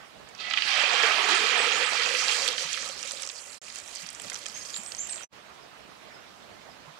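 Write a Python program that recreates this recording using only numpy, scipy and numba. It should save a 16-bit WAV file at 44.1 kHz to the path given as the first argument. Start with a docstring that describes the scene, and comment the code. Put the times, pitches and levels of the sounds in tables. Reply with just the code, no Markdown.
"""Outdoors, right of the listener: wet crumbs drop into hot oil in an iron bowl over a wood fire.
Steam bubbles, as damped sines, froth up and thin to single pops; the bowl's resonances colour them.
A small bird whistles in the trees; sticks knock, flames murmur and the air hisses steadily (shaped noise).
The sound drops out twice for a moment; after the second gap a distant bird calls, the pan and near bird are silent."""
import sys
import numpy as np
from scipy import signal
from scipy.fft import rfft, irfft, next_fast_len
from scipy.io import wavfile
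from scipy.ndimage import uniform_filter1d, map_coordinates
from numba import njit

SR = 44100
rng = np.random.default_rng(int(sys.argv[2]) if len(sys.argv) > 2 else 0)


def put_to_file(sound):
    """Save the sound as 16-bit audio at rate SR, in the file named by the first command-line argument."""
    columns = np.atleast_2d(sound).T  # one column per channel
    safe = np.clip(columns, -1, 1)
    whole_steps = np.round(safe * 32767)
    wavfile.write(sys.argv[1], SR, whole_steps.astype(np.int16))


N = 308435

# Boil strength. Each row: time in s, middle-sized bubbles in dB, small bubbles against them in dB.
BOIL = [(0.3, -81, -12), (0.4, -48.5, 4), (0.46, -34.5, -12), (0.6, -37, -3.5), (0.7, -26.5, -7.5),
        (0.82, -24.5, -14.5), (1.3, -26, -11), (1.84, -27.5, -11), (2.261, -31, -4), (2.419, -34, -3),
        (2.54, -37, -1), (2.572, -45.5, 0.5), (2.6, -38, 4), (2.66, -38.5, -2.5), (2.95, -43, 0),
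        (3.28, -48.5, 5), (3.33, -50, 6.5), (3.45, -51.5, 7), (3.64, -50, 2.5), (3.98, -52, 4),
        (4.025, -48, 4.5), (4.05, -50, -3), (4.17, -57.5, 2.5), (4.26, -49, 5), (4.3, -52, 2.5),
        (4.42, -54.5, 3), (4.63, -53, 5), (4.9, -56, 4.5), (5.24, -52, -3)]
# Dropouts. Each row: fade starts in s, silent from s, returns from s, full level at s.
GAPS = [(3.58, 3.594, 3.6155, 3.616), (5.24, 5.278, 5.29, 5.332)]
BOIL_STARTS_S, FIRST_CRUMB_S, PAN_ENDS_S = BOIL[0][0], 0.4, GAPS[1][2]


def pan():
    """The bowl lifts some pitches and its metal rings; the left ear, turned away, hears little direct sound."""
    # Air and iron of the bowl. Each row: centre in Hz, width in Hz, lift in dB.
    bowl_modes = [(460, 128, 3), (1040, 280, -4), (1154, 93, 3.5), (1470, 190, -2.5), (2500, 580, 6),
                  (3230, 200, 6.5), (4500, 96, 2.5), (5870, 61, 4), (7260, 490, 2.5)]
    # Response of what leaves the oil. 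Each row: frequency in Hz, gain in dB.
    treble = [(60, -34), (250, 1), (400, -6), (750, -7), (1000, -5.5), (4000, 0.5), (8000, -1), (10000, -6),
              (13000, -14.5), (16000, -17)]
    # Ringing modes of the metal. Each row: centre in Hz, width in Hz, gain in dB.
    iron_modes = [(742, 25, -15), (1288, 22, -4), (1712, 30, -9), (1978, 18, 1), (2220, 35, 1),
                  (2600, 40, 4), (2950, 50, 1), (3270, 75, 3), (3640, 60, -7), (4150, 60, -6),
                  (4720, 100, -3)]
    # Direct sound leaking into the left ear's scattered sound. Each row: frequency in Hz, gain in dB.
    leak = [(200, -2), (600, -4), (1500, -8.5), (4000, -13.5), (9000, -13)]
    # Response of the left ear's mix. Each row: frequency in Hz, gain in dB.
    far_side = [(60, -13), (110, -18), (200, -10.5), (380, -12), (700, -13.5), (1290, -13.5), (2380, -15),
                (4400, -11.5), (8120, -11), (15000, -17)]
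    ring_db, ring_start_db, damping_s = -3.5, 13, 0.25  # rings freely until thick froth damps it
    ring_shifts_db, mode_groups = 3, 4
    bare_start_db, bare_s = -5, 0.25  # before froth forms, the metal is heard more than the oil

    def lift(f):
        gains = [1 + (amp(db) - 1) * resonance(f, hz, width) for hz, width, db in bowl_modes]
        return amp(along(treble, f)) * np.prod(gains, axis=0)

    def metal(modes):
        return lambda f: sum((-1) ** k * amp(db) * resonance(f, hz, width)
                             for k, (hz, width, db) in enumerate(modes))

    oil = amp(1.5) * froth() + pops()
    since_s = np.clip(np.arange(N) / SR - FIRST_CRUMB_S, 0, None)
    metal_db = ring_db + ring_start_db * np.exp(-since_s / damping_s)
    # the boil wanders over the pan and favours now some modes, now others
    ringing = sum(filtered(amp(metal_db + ring_shifts_db * wobble(8)) * oil, metal(iron_modes[k::mode_groups]))
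                  for k in range(mode_groups))
    bare_db = bare_start_db * np.exp(-(since_s / bare_s) ** 2)
    scattered, direct = filtered(amp(bare_db) * oil, lift) + ringing
    leaked = filtered(direct, lambda f: amp(along(leak, f)))
    left = filtered(scattered + leaked, lambda f: amp(along(far_side, f)))
    return amp(3.0) * np.array([left, direct])


def froth():
    """Bubbles of five sizes swell together in spurts of steam."""
    # Largest bubbles, growing as the froth thickens. Each row: time in s, pitch in Hz, level in dB.
    gurgle = [(0.4, 760, -51), (0.58, 756, -38.5), (0.68, 750, -78), (0.739, 632, -37), (1.0, 461, -43.5),
              (1.3, 380, -40), (1.45, 476.4, -38.5), (2.5, 519, -42.5), (2.53, 523, -53), (2.66, 532, -45),
              (2.93, 542, -50.5), (3.0, 546, -51.5), (3.9, 598, -59), (4.3, 570, -59.5), (5.24, 581, -61)]
    # Small bubbles shrink unevenly as the crumbs dry. 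Each row: time in s, pitch in Hz.
    small_pitch = [(0.4, 4220), (2.5, 5610), (3.2, 6120), (3.45, 7600), (3.8, 6500), (4.02, 7300),
                   (4.25, 6800), (4.4, 5900), (4.63, 7800), (5.24, 7040)]
    # A thick froth boils evenly, a thin one in spurts. Each row: time in s, spurt depth in dB.
    spurt_depth = [(2.0, -0.03), (2.6, 2)]
    # Single large bubbles. Each row: start in s, level in dB.
    gulp_rows = [(0.835, -24), (0.94, -23), (1.035, -22.5), (1.25, -33), (1.44, -26.5), (1.6, -24.5),
                 (1.67, -25.5), (1.83, -32), (1.93, -29.5), (2.14, -29), (2.49, -28.5), (2.895, -30),
                 (3.0, -45), (3.05, -34.5), (3.135, -33), (3.27, -34.5), (3.42, -40), (4.25, -37)]
    # Fine high hiss. Each row: time in s, level against the small bubbles in dB.
    mist_level = [(0.4, -32), (3.2, -20), (3.7, -10), (4.2, -7), (5.24, -7)]
    spray_rel_db, spray_start_db, spray_lag_s = -7.5, -14, 0.23  # against small bubbles; builds up late
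    middle_base_hz, middle_follows = 2175, 0.44  # pitch at a gurgle of 500 Hz, exponent of its pitch change

    t = np.arange(N) / SR
    middle_db, small_db = boil()
    spray_db = small_db + spray_rel_db + spray_start_db * np.exp(-np.abs(t - FIRST_CRUMB_S) / spray_lag_s)
    mist_db = small_db + curves(mist_level)[0]
    large_hz, large_db = curves([(0, gurgle[0][1], -90), *gurgle, (PAN_ENDS_S, gurgle[-1][1], -90)])
    middle_hz = middle_base_hz * (large_hz / 500) ** middle_follows
    small_hz = curves(small_pitch)[0]
    spurt_db = curves(spurt_depth)[0] * (wobble(12) + 1.04 * wobble(35))

    middle = bubbles(middle_hz, spread=.5, alike=.82, cycles=28, uneven_db=2, stream_db=1.8, count=1250)
    small = bubbles(small_hz, spread=.24, alike=.92, cycles=28, uneven_db=2, stream_db=4, count=1100)
    spray = bubbles(9500, spread=.22, alike=.6, cycles=20, uneven_db=1.6, stream_db=3, count=1300)
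    large = bubbles(large_hz, spread=.065, alike=.5, cycles=34, uneven_db=2.5, stream_db=1.2, count=240)
    mist = bubbles(12800, spread=.13, alike=.3, cycles=12, uneven_db=1, stream_db=1.5, count=900)

    s, db = np.transpose(gulp_rows)
    total = rings(s, large_hz[(s * SR).astype(int)], 37, amp(db))
    total += amp(middle_db + 0.38 * spurt_db) * middle
    total += amp(small_db + 0.52 * spurt_db) * small
    total += amp(spray_db + 0.98 * spurt_db) * spray
    total += amp(large_db + 0.094 * spurt_db) * large
    return total + amp(mist_db) * mist


def boil():
    """Levels in dB of middle-sized and small bubbles: -90 at time zero and again after the second gap."""
    middle_db, finer_db = curves([(0, -90, 0), *BOIL, (PAN_ENDS_S, -90, 0)])
    middle_db = middle_db + surges()
    return middle_db, middle_db + finer_db


def surges():
    """Lift in dB as the boil flares up: each flare starts at once and dies away exponentially."""
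    # Each row: start in s, lift in dB, decay time constant in s.
    flares = [(0.4, 6.5, 0.03), (0.508, 8.5, 0.0074), (0.5352, 10.5, 0.006), (0.562, 6, 0.0088),
              (0.574, 6, 0.011), (0.603, 5, .015), (0.623, 0.5, .012), (0.675, 1, 0.061), (1.026, 4, 0.058),
              (1.289, 5, 0.032), (2.285, 3, 0.045), (2.46, 0.5, .08)]
    t = np.arange(N) / SR
    return sum(db * (t > s) * np.exp(-np.abs(t - s) / life_s) for s, db, life_s in flares)


def bubbles(centre_hz, spread, alike, cycles, uneven_db, stream_db, count):
    """Each wet crumb gives off a short stream of like-sized bubbles: most are faint, a few stand out."""
    thinning = 1.4  # streams are born ever more rarely (1 = evenly)
    born, life = rng.random((2, count, 1))
    size, strength = rng.standard_normal((2, count, 1))
    when, luck = rng.random((2, count, 24))
    stream_s = .03 + .1 * life
    s = BOIL_STARTS_S + born ** thinning * (PAN_ENDS_S - BOIL_STARTS_S) + stream_s * (when - .5)
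    shape = alike * size + np.sqrt(1 - alike ** 2) * rng.standard_normal(s.shape)
    base_hz = np.broadcast_to(centre_hz, N)[(s * SR).astype(int)]
    hz = base_hz * np.exp(spread * np.clip(shape, -2.3, 3))
    sparse = 0.072 + 0.94 * born  # as the boil dies down, single streams and bubbles stand out more
    gain = amp(sparse * (stream_db * strength - uneven_db * np.log(luck + 0.0063)))
    gain *= (born + 0.025) ** ((thinning - 1) / 2)  # evens out dense and sparse stretches
    return unit(rings(s.ravel(), hz.ravel(), cycles, gain.ravel()))


def pops():
    """A trapped drop flashes to steam: a snap, then a spatter of low, middle and high droplets."""
    # Strongest pops. Each row: start in s, level in dB, pitch in Hz.
    loud_pops = [(0.289, -27, 7360), (0.35, -24.5, 5550), (0.351, -44, 2480), (0.3795, -25, 4950),
                 (0.388, -28, 3300), (0.399, -32, 4930), (0.5004, -17, 5840), (0.5089, -11, 2600),
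                 (0.5234, -18.5, 3100), (0.5361, -8, 2310), (0.565, -20, 3200), (0.5735, -6, 2700),
                 (0.581, -10, 3020), (0.5894, -22, 3260), (0.622, -10, 3280), (2.034, -12, 4230),
                 (2.0615, -14, 2483), (2.09, -18, 3312), (2.149, -14.5, 2600), (2.2827, -9.5, 4750),
                 (2.2944, -11, 2880), (2.2995, -17, 3000), (2.4614, -15.5, 2440), (2.4783, -11.5, 3420),
                 (2.4785, -7, 8400), (2.4864, -7.5, 4300), (2.5024, -21, 2500), (2.5806, -9, 3660),
                 (2.607, -24, 3000), (2.7274, -23, 2630), (2.7305, -10, 6500), (2.7414, -13, 3470),
                 (2.7545, -32, 6500), (2.7744, -19.5, 1970), (2.824, -17, 6260), (2.828, -24, 1500),
                 (2.8773, -19, 6800), (2.889, -16, 6760), (3.0292, -13, 5640), (3.036, -28, 3020),
                 (3.048, -30, 2200), (3.0525, -19, 7400), (3.056, -27, 5000), (3.0742, -15, 7500),
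                 (3.083, -28, 3280), (3.097, -35, 9500), (3.11, -13, 5130), (3.119, -11, 7740),
                 (3.128, -29, 8000), (3.14, -33, 9500), (3.172, -21.5, 3830), (3.2175, -25, 10500),
                 (3.2221, -10.5, 7600), (3.2324, -15, 5670), (3.233, -23.5, 2270), (3.242, -26, 6500),
                 (3.2514, -19, 7340), (3.264, -18, 7250), (3.274, -12, 6910), (3.29, -12, 5940),
                 (3.2974, -18, 5270), (3.3005, -21.5, 3530), (3.316, -18, 8000), (3.6812, -28.5, 2400),
                 (3.6835, -21, 7500), (3.691, -32, 5500), (3.701, -18.5, 5060), (3.725, -23, 7000),
                 (3.736, -33, 5010), (3.749, -22, 9500), (3.758, -14.5, 6600), (3.773, -32, 9500),
                 (3.7868, -17, 7040), (3.801, -22, 7500), (3.9534, -15.5, 8200), (3.959, -19.5, 4900),
                 (3.97, -20.5, 6100), (4.064, -20.5, 4640), (4.07, -20, 10000), (4.0896, -19, 5540),
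                 (4.103, -18, 8980), (4.109, -28, 6450), (4.13, -19, 10000), (4.149, -21.5, 7180),
                 (4.1985, -32, 700), (4.1974, -29, 2220), (4.199, -20, 8550), (4.218, -14.5, 9600),
                 (4.2403, -27, 6400), (4.283, -27, 4700), (4.299, -16, 7560), (4.2995, -18, 5000),
                 (4.305, -20, 9000), (4.3186, -21.5, 1920), (4.319, -27.5, 640), (4.331, -19, 7240),
                 (4.336, -19, 7500), (4.344, -15, 7300), (4.355, -23, 5800), (4.356, -27, 3120),
                 (4.361, -19.5, 5530), (4.39, -21, 10590), (4.4588, -19, 6640), (4.459, -26, 3570),
                 (4.462, -23.5, 1750), (4.4645, -15.5, 6900), (4.4846, -20, 5900), (4.498, -28, 5500),
                 (4.518, -28, 6500), (4.743, -24, 3850), (4.763, -20.5, 4230), (4.7724, -15, 8500),
                 (4.782, -21, 8800), (4.8344, -19, 8600), (4.846, -26, 10000), (4.862, -25, 6000),
                 (4.8944, -28, 8600), (4.9198, -17.5, 5660), (4.949, -21, 5830), (4.968, -24, 7500),
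                 (4.989, -30, 10000), (5.072, -16, 9300), (5.095, -23.5, 4480), (5.131, -27, 4260),
                 (5.159, -23, 6600), (5.179, -31, 3850)]
    # Drying crumbs spatter more briefly. Each row: time in s, spatter length in s.
    spatter_length = [(0.5, 0.021), (2.6, .012), (3.0, .007)]
    snap_db, crack_db = -4, -4  # against the pop; the crack is the short, broad first part
    middle_db, low_db, high_db = -3, -2, -14  # droplets against the pop
    octave_db = -10  # low and high droplets, per octave away from the pop's pitch
    low_hz, high_hz = 2300, 9800

    s, db, hz = np.vstack([loud_pops, faint_pops(count=170)]).T[:, :, None]
    lag, offset, loss = rng.random((3, len(s), 14))
    late_s = s + np.interp(s, *np.transpose(spatter_length)) * lag ** 1.7
    fade_db = -15 * lag - 6 * loss

    def away_db(other_hz):
        return octave_db * np.abs(np.log2(hz / other_hz))

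    pitch_hz = [hz * np.exp(0.58 * (offset - .45)),
                low_hz * np.exp(1.39 * (loss - .45)),
                high_hz * np.exp(0.66 * (offset - .45))]
    level_db = db + fade_db + [middle_db + 0 * hz, low_db + away_db(low_hz), high_db + away_db(high_hz)]
    sign = rng.choice([-1, 1], 3 * late_s.size)
    snap = rings(s[:, 0], hz[:, 0], 18, amp(db[:, 0] + snap_db))
    crack = rings(s[:, 0], hz[:, 0], 3, amp(db[:, 0] + crack_db))
    spatter = rings(np.tile(late_s.ravel(), 3), np.ravel(pitch_hz), 18, amp(np.ravel(level_db)) * sign)
    return snap + crack + spatter


def faint_pops(count):
    """Many weaker pops at random once the froth thins, levelled by the small bubbles; rows as in pops."""
    from_s, over_small_db, spread_db = 2.0, 14, 2.2
    when, size, luck = rng.random((count, 3)).T
    s = from_s + (GAPS[1][0] - from_s) * when
    db = boil()[1][(s * SR).astype(int)] + over_small_db - spread_db * np.log(luck + 0.12)
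    return np.transpose([s, db, 10500 * np.exp(-0.9 * size ** 1.2)])


def bird():
    """A thin whistle sliding up or down, lingering among the trunks; cut off after the second gap."""
    # Each row: start in s, length in s, share of the length at which the top pitch falls,
    # start pitch in Hz, top pitch in Hz, end pitch in Hz, level in dB.
    notes = [(1.223, 0.04, 0.65, 6230, 7040, 7100, -39.5), (1.341, 0.044, 0.27, 8400, 8700, 7260, -41),
             (1.479, 0.034, 0.94, 6300, 7150, 7100, -39.5), (1.567, 0.066, 0.41, 8100, 8160, 7100, -39),
             (1.72, 0.052, .85, 6350, 7200, 7150, -37.5), (1.838, 0.042, 0.32, 8170, 8220, 7000, -40.5),
             (4.533, 0.072, 0.41, 5800, 6560, 6490, -41.5), (4.732, 0.041, .9, 6500, 7500, 7450, -36.5),
             (4.843, 0.053, 0.42, 8270, 8260, 7260, -44.5), (4.979, 0.043, .75, 5850, 7370, 7430, -33),
             (5.085, 0.054, 0.36, 8000, 8340, 6730, -36.5), (5.226, 0.036, .7, 5810, 6100, 5960, -44.5)]
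    arc, edge_share = 1.5, 0.21  # lingers near the top pitch; attack and release as shares of the length
    farther_until_s, farther_db = 3, -2.5  # the first song comes from deeper in the trees: less direct sound

    song, t = np.zeros(N), np.arange(N) / SR
    for s, length_s, top, from_hz, top_hz, to_hz, db in notes:
        age = np.clip((t - s) / length_s, 0, 1)
        before = np.clip(1 - age / top, 0, 1)
        after = np.clip((age - top) / (1 - top), 0, 1)
        hz = top_hz - (top_hz - from_hz) * before ** arc - (top_hz - to_hz) * after ** arc
        swell = np.clip(np.minimum(age, 1 - age) / edge_share, 0, 1)
        song += amp(db) * np.sqrt(2) * swell * np.sin(2 * np.pi * np.cumsum(hz) / SR)
    song *= amp(3 * wobble(350))  # a rasp
    direct = amp(farther_db * (t < farther_until_s)) * song
    audible = t < PAN_ENDS_S
    return audible * amp([[-7], [3]]) * (direct + echoes(song, t60=0.4, count=20000))


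def far_bird():
    """Faint falling calls that arrive only as echoes."""
    # Each row: start in s, level in dB, pitch in Hz.
    call_rows = [(5.595, -57, 5350), (6.115, -56, 5350), (6.675, -53, 5250)]
    calls, t = np.zeros(N), np.arange(N) / SR
    for s, db, base_hz in call_rows:
        age = np.clip((t - s) / 0.05, 0, 1)
        hz = base_hz * (1.01 - 0.22 * age ** 2.5)
        calls += amp(db) * np.sin(np.pi * age) * np.sin(2 * np.pi * np.cumsum(hz) / SR)
    calls *= amp(5 * wobble(300))  # leaves roughen the whistle
    return amp([[-7], [1.5]]) * echoes(calls, t60=0.24, count=12000)


def thumps():
    """Burning sticks settle with short, dull knocks: damped sines."""
    # Each row: start in s, level in dB, pitch in Hz.
    knocks = [(2.645, -45, 160), (4.029, -45, 173), (4.493, -46.5, 210), (4.788, -42, 215),
              (5.09, -42, 710), (5.119, -40, 710), (5.165, -38, 660), (5.209, -34.5, 1410),
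              (6.085, -41.5, 590), (6.689, -39, 690), (6.876, -45, 152)]
    s, db, hz = np.transpose(knocks)
    return amp([[-4], [3.5]]) * rings(s, hz, 21.6, amp(db))


def flames():
    """The low, flickering murmur of the flames: shaped noise, unrelated between the ears."""
    # Spectrum. Each row: frequency in Hz, relative density in dB per Hz.
    flame_spectrum = [(30, -36.5), (60, -11), (120, -10), (200, 5), (400, -10), (800, -30.5)]
    noise = filtered(rng.standard_normal((2, N)), lambda f: amp(along(flame_spectrum, f)))
    flicker_db = -68 + 1.5 * wobble(0.9) + 1.7 * wobble(5.8)
    return amp([[-2.5], [1.5]]) * amp(flicker_db) * unit(noise)


def open_air():
    """A steady, slightly patchy hiss: shaped noise, unrelated between the ears."""
    # Spectrum. Each row: frequency in Hz, relative density in dB per Hz.
    hiss_spectrum = [(15, -51), (30, -18.5), (65, -9.5), (160, -7), (390, -6), (471, -4), (510, -6.5),
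                     (616, -3), (898, -5.5), (1080, -4.5), (3850, -12), (5310, -16), (5920, -17.5),
                     (15600, -36.5)]
    # Balance. Each row: frequency in Hz, left minus right in dB.
    hiss_balance = [(60, 1), (110, -4), (200, -5), (380, -6.5), (700, -8), (1290, -9), (2380, -10),
                    (4400, -7), (8120, -6), (15000, 0.5)]
    z = signal.stft(rng.standard_normal((2, N)), nperseg=512)[2]
    patches = rng.standard_normal(z.shape[1:])
    for axis in (0, 1):  # smooth over frequency, then time
        patches = uniform_filter1d(patches, 8, axis)
    noise = signal.istft(z * amp(1.6 * unit(patches)), nperseg=512)[1][:, :N]
    hiss = filtered(noise, lambda f: amp(along(hiss_spectrum, f)
                                         + np.outer([.7, -.3], along(hiss_balance, f))))
    return amp(-49 + 0.2 * wobble(21)) * unit(hiss)


def rings(s, hz, cycles, gain):
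    """Damped sines, 60 dB down after some cycles; each reaches the left ear by another, longer path."""
    out, hz = np.zeros((2, N)), np.clip(hz, 100, SR * .4)
    detour_s = rng.random(len(s)) * 0.0022
    step = 2 * np.pi * hz / SR
    decay = np.log(1000) * hz / np.maximum(cycles, 1) / SR
    for ear, lag_s in zip(out, (detour_s, 0)):
        add(ear, ((s + lag_s) * SR).astype(np.int64), step, decay, gain, .3)
    return out


@njit
def add(out, at, step, decay, gain, soft):
    """Adds damped sines with a soft start, each until it has died away."""
    for k in range(len(at)):
        turn, swing, start = np.exp(1j * step[k] - decay[k]), gain[k] + 0j, 1.0
        opening = np.exp(-soft * step[k])
        for i in range(at[k], min(at[k] + int(6 / decay[k]), len(out))):
            out[i] += swing.imag * (1 - start)
            swing *= turn
            start *= opening


def resonance(f, hz, width):
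    """Response of one mode, 1 at its centre."""
    return 1j * f * width / (hz * hz - f * f + 1j * f * width)


def echoes(x, t60, count):
    """A diffuse answer, different in each ear, dying by 60 dB in t60 seconds."""
    tail = rng.standard_normal((2, count)) * amp(-60 * np.arange(count) / SR / t60)
    tail /= np.linalg.norm(tail, axis=1)[:, None]
    return signal.fftconvolve(x[None], tail, axes=1)[:, :N]


def filtered(x, response):
    """x through a response given as a function of Hz."""
    m = next_fast_len(N + SR // 2)
    return irfft(rfft(x, m) * response(np.fft.rfftfreq(m, 1 / SR)), m)[..., :N]


def wobble(rate):
    """A smooth random curve, rate knots a second."""
    knots = rng.standard_normal(int(N * rate / SR) + 4)
    return map_coordinates(knots, [np.arange(N) * rate / SR])


def curves(rows):
    """One value per sample for each column after the time."""
    s, *cols = np.transpose(rows)
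    return [np.interp(np.arange(N) / SR, s, c) for c in cols]


def along(points, hz):
    """(Hz, value) points interpolated on a log frequency axis."""
    f, v = np.transpose(points)
    return np.interp(np.log(hz + 1), np.log(f + 1), v)


def amp(db):
    """Gain of a level in dB."""
    return 10 ** (np.asarray(db) / 20)


def unit(x):
    """Scaled to rms 1."""
    return x / np.sqrt(np.mean(x ** 2) + 1e-20)


def scene():
    """Pan, birds, fire and open air together."""
    return pan() + bird() + far_bird() + thumps() + flames() + open_air()


def record(dry):
    """The level sags, fades to silence in each gap, and nothing passes above the band limit."""
    # Sag of the whole sound around the first gap. Each row: time in s, level in dB.
    sag = [(2.7, 0), (3.6, -4.5), (4.25, 0)]
    top_hz, floor_db = 15750, -50  # silent at the floor
    t = np.arange(N) / SR
    fade_db = sum(np.interp(t, gap, [0, floor_db, floor_db, 0]) for gap in GAPS)
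    faded = dry * amp(fade_db + curves(sag)[0]) * (fade_db > floor_db)
    return filtered(faded, lambda hz: hz < top_hz)


dry = scene()
out = record(dry)
put_to_file(out)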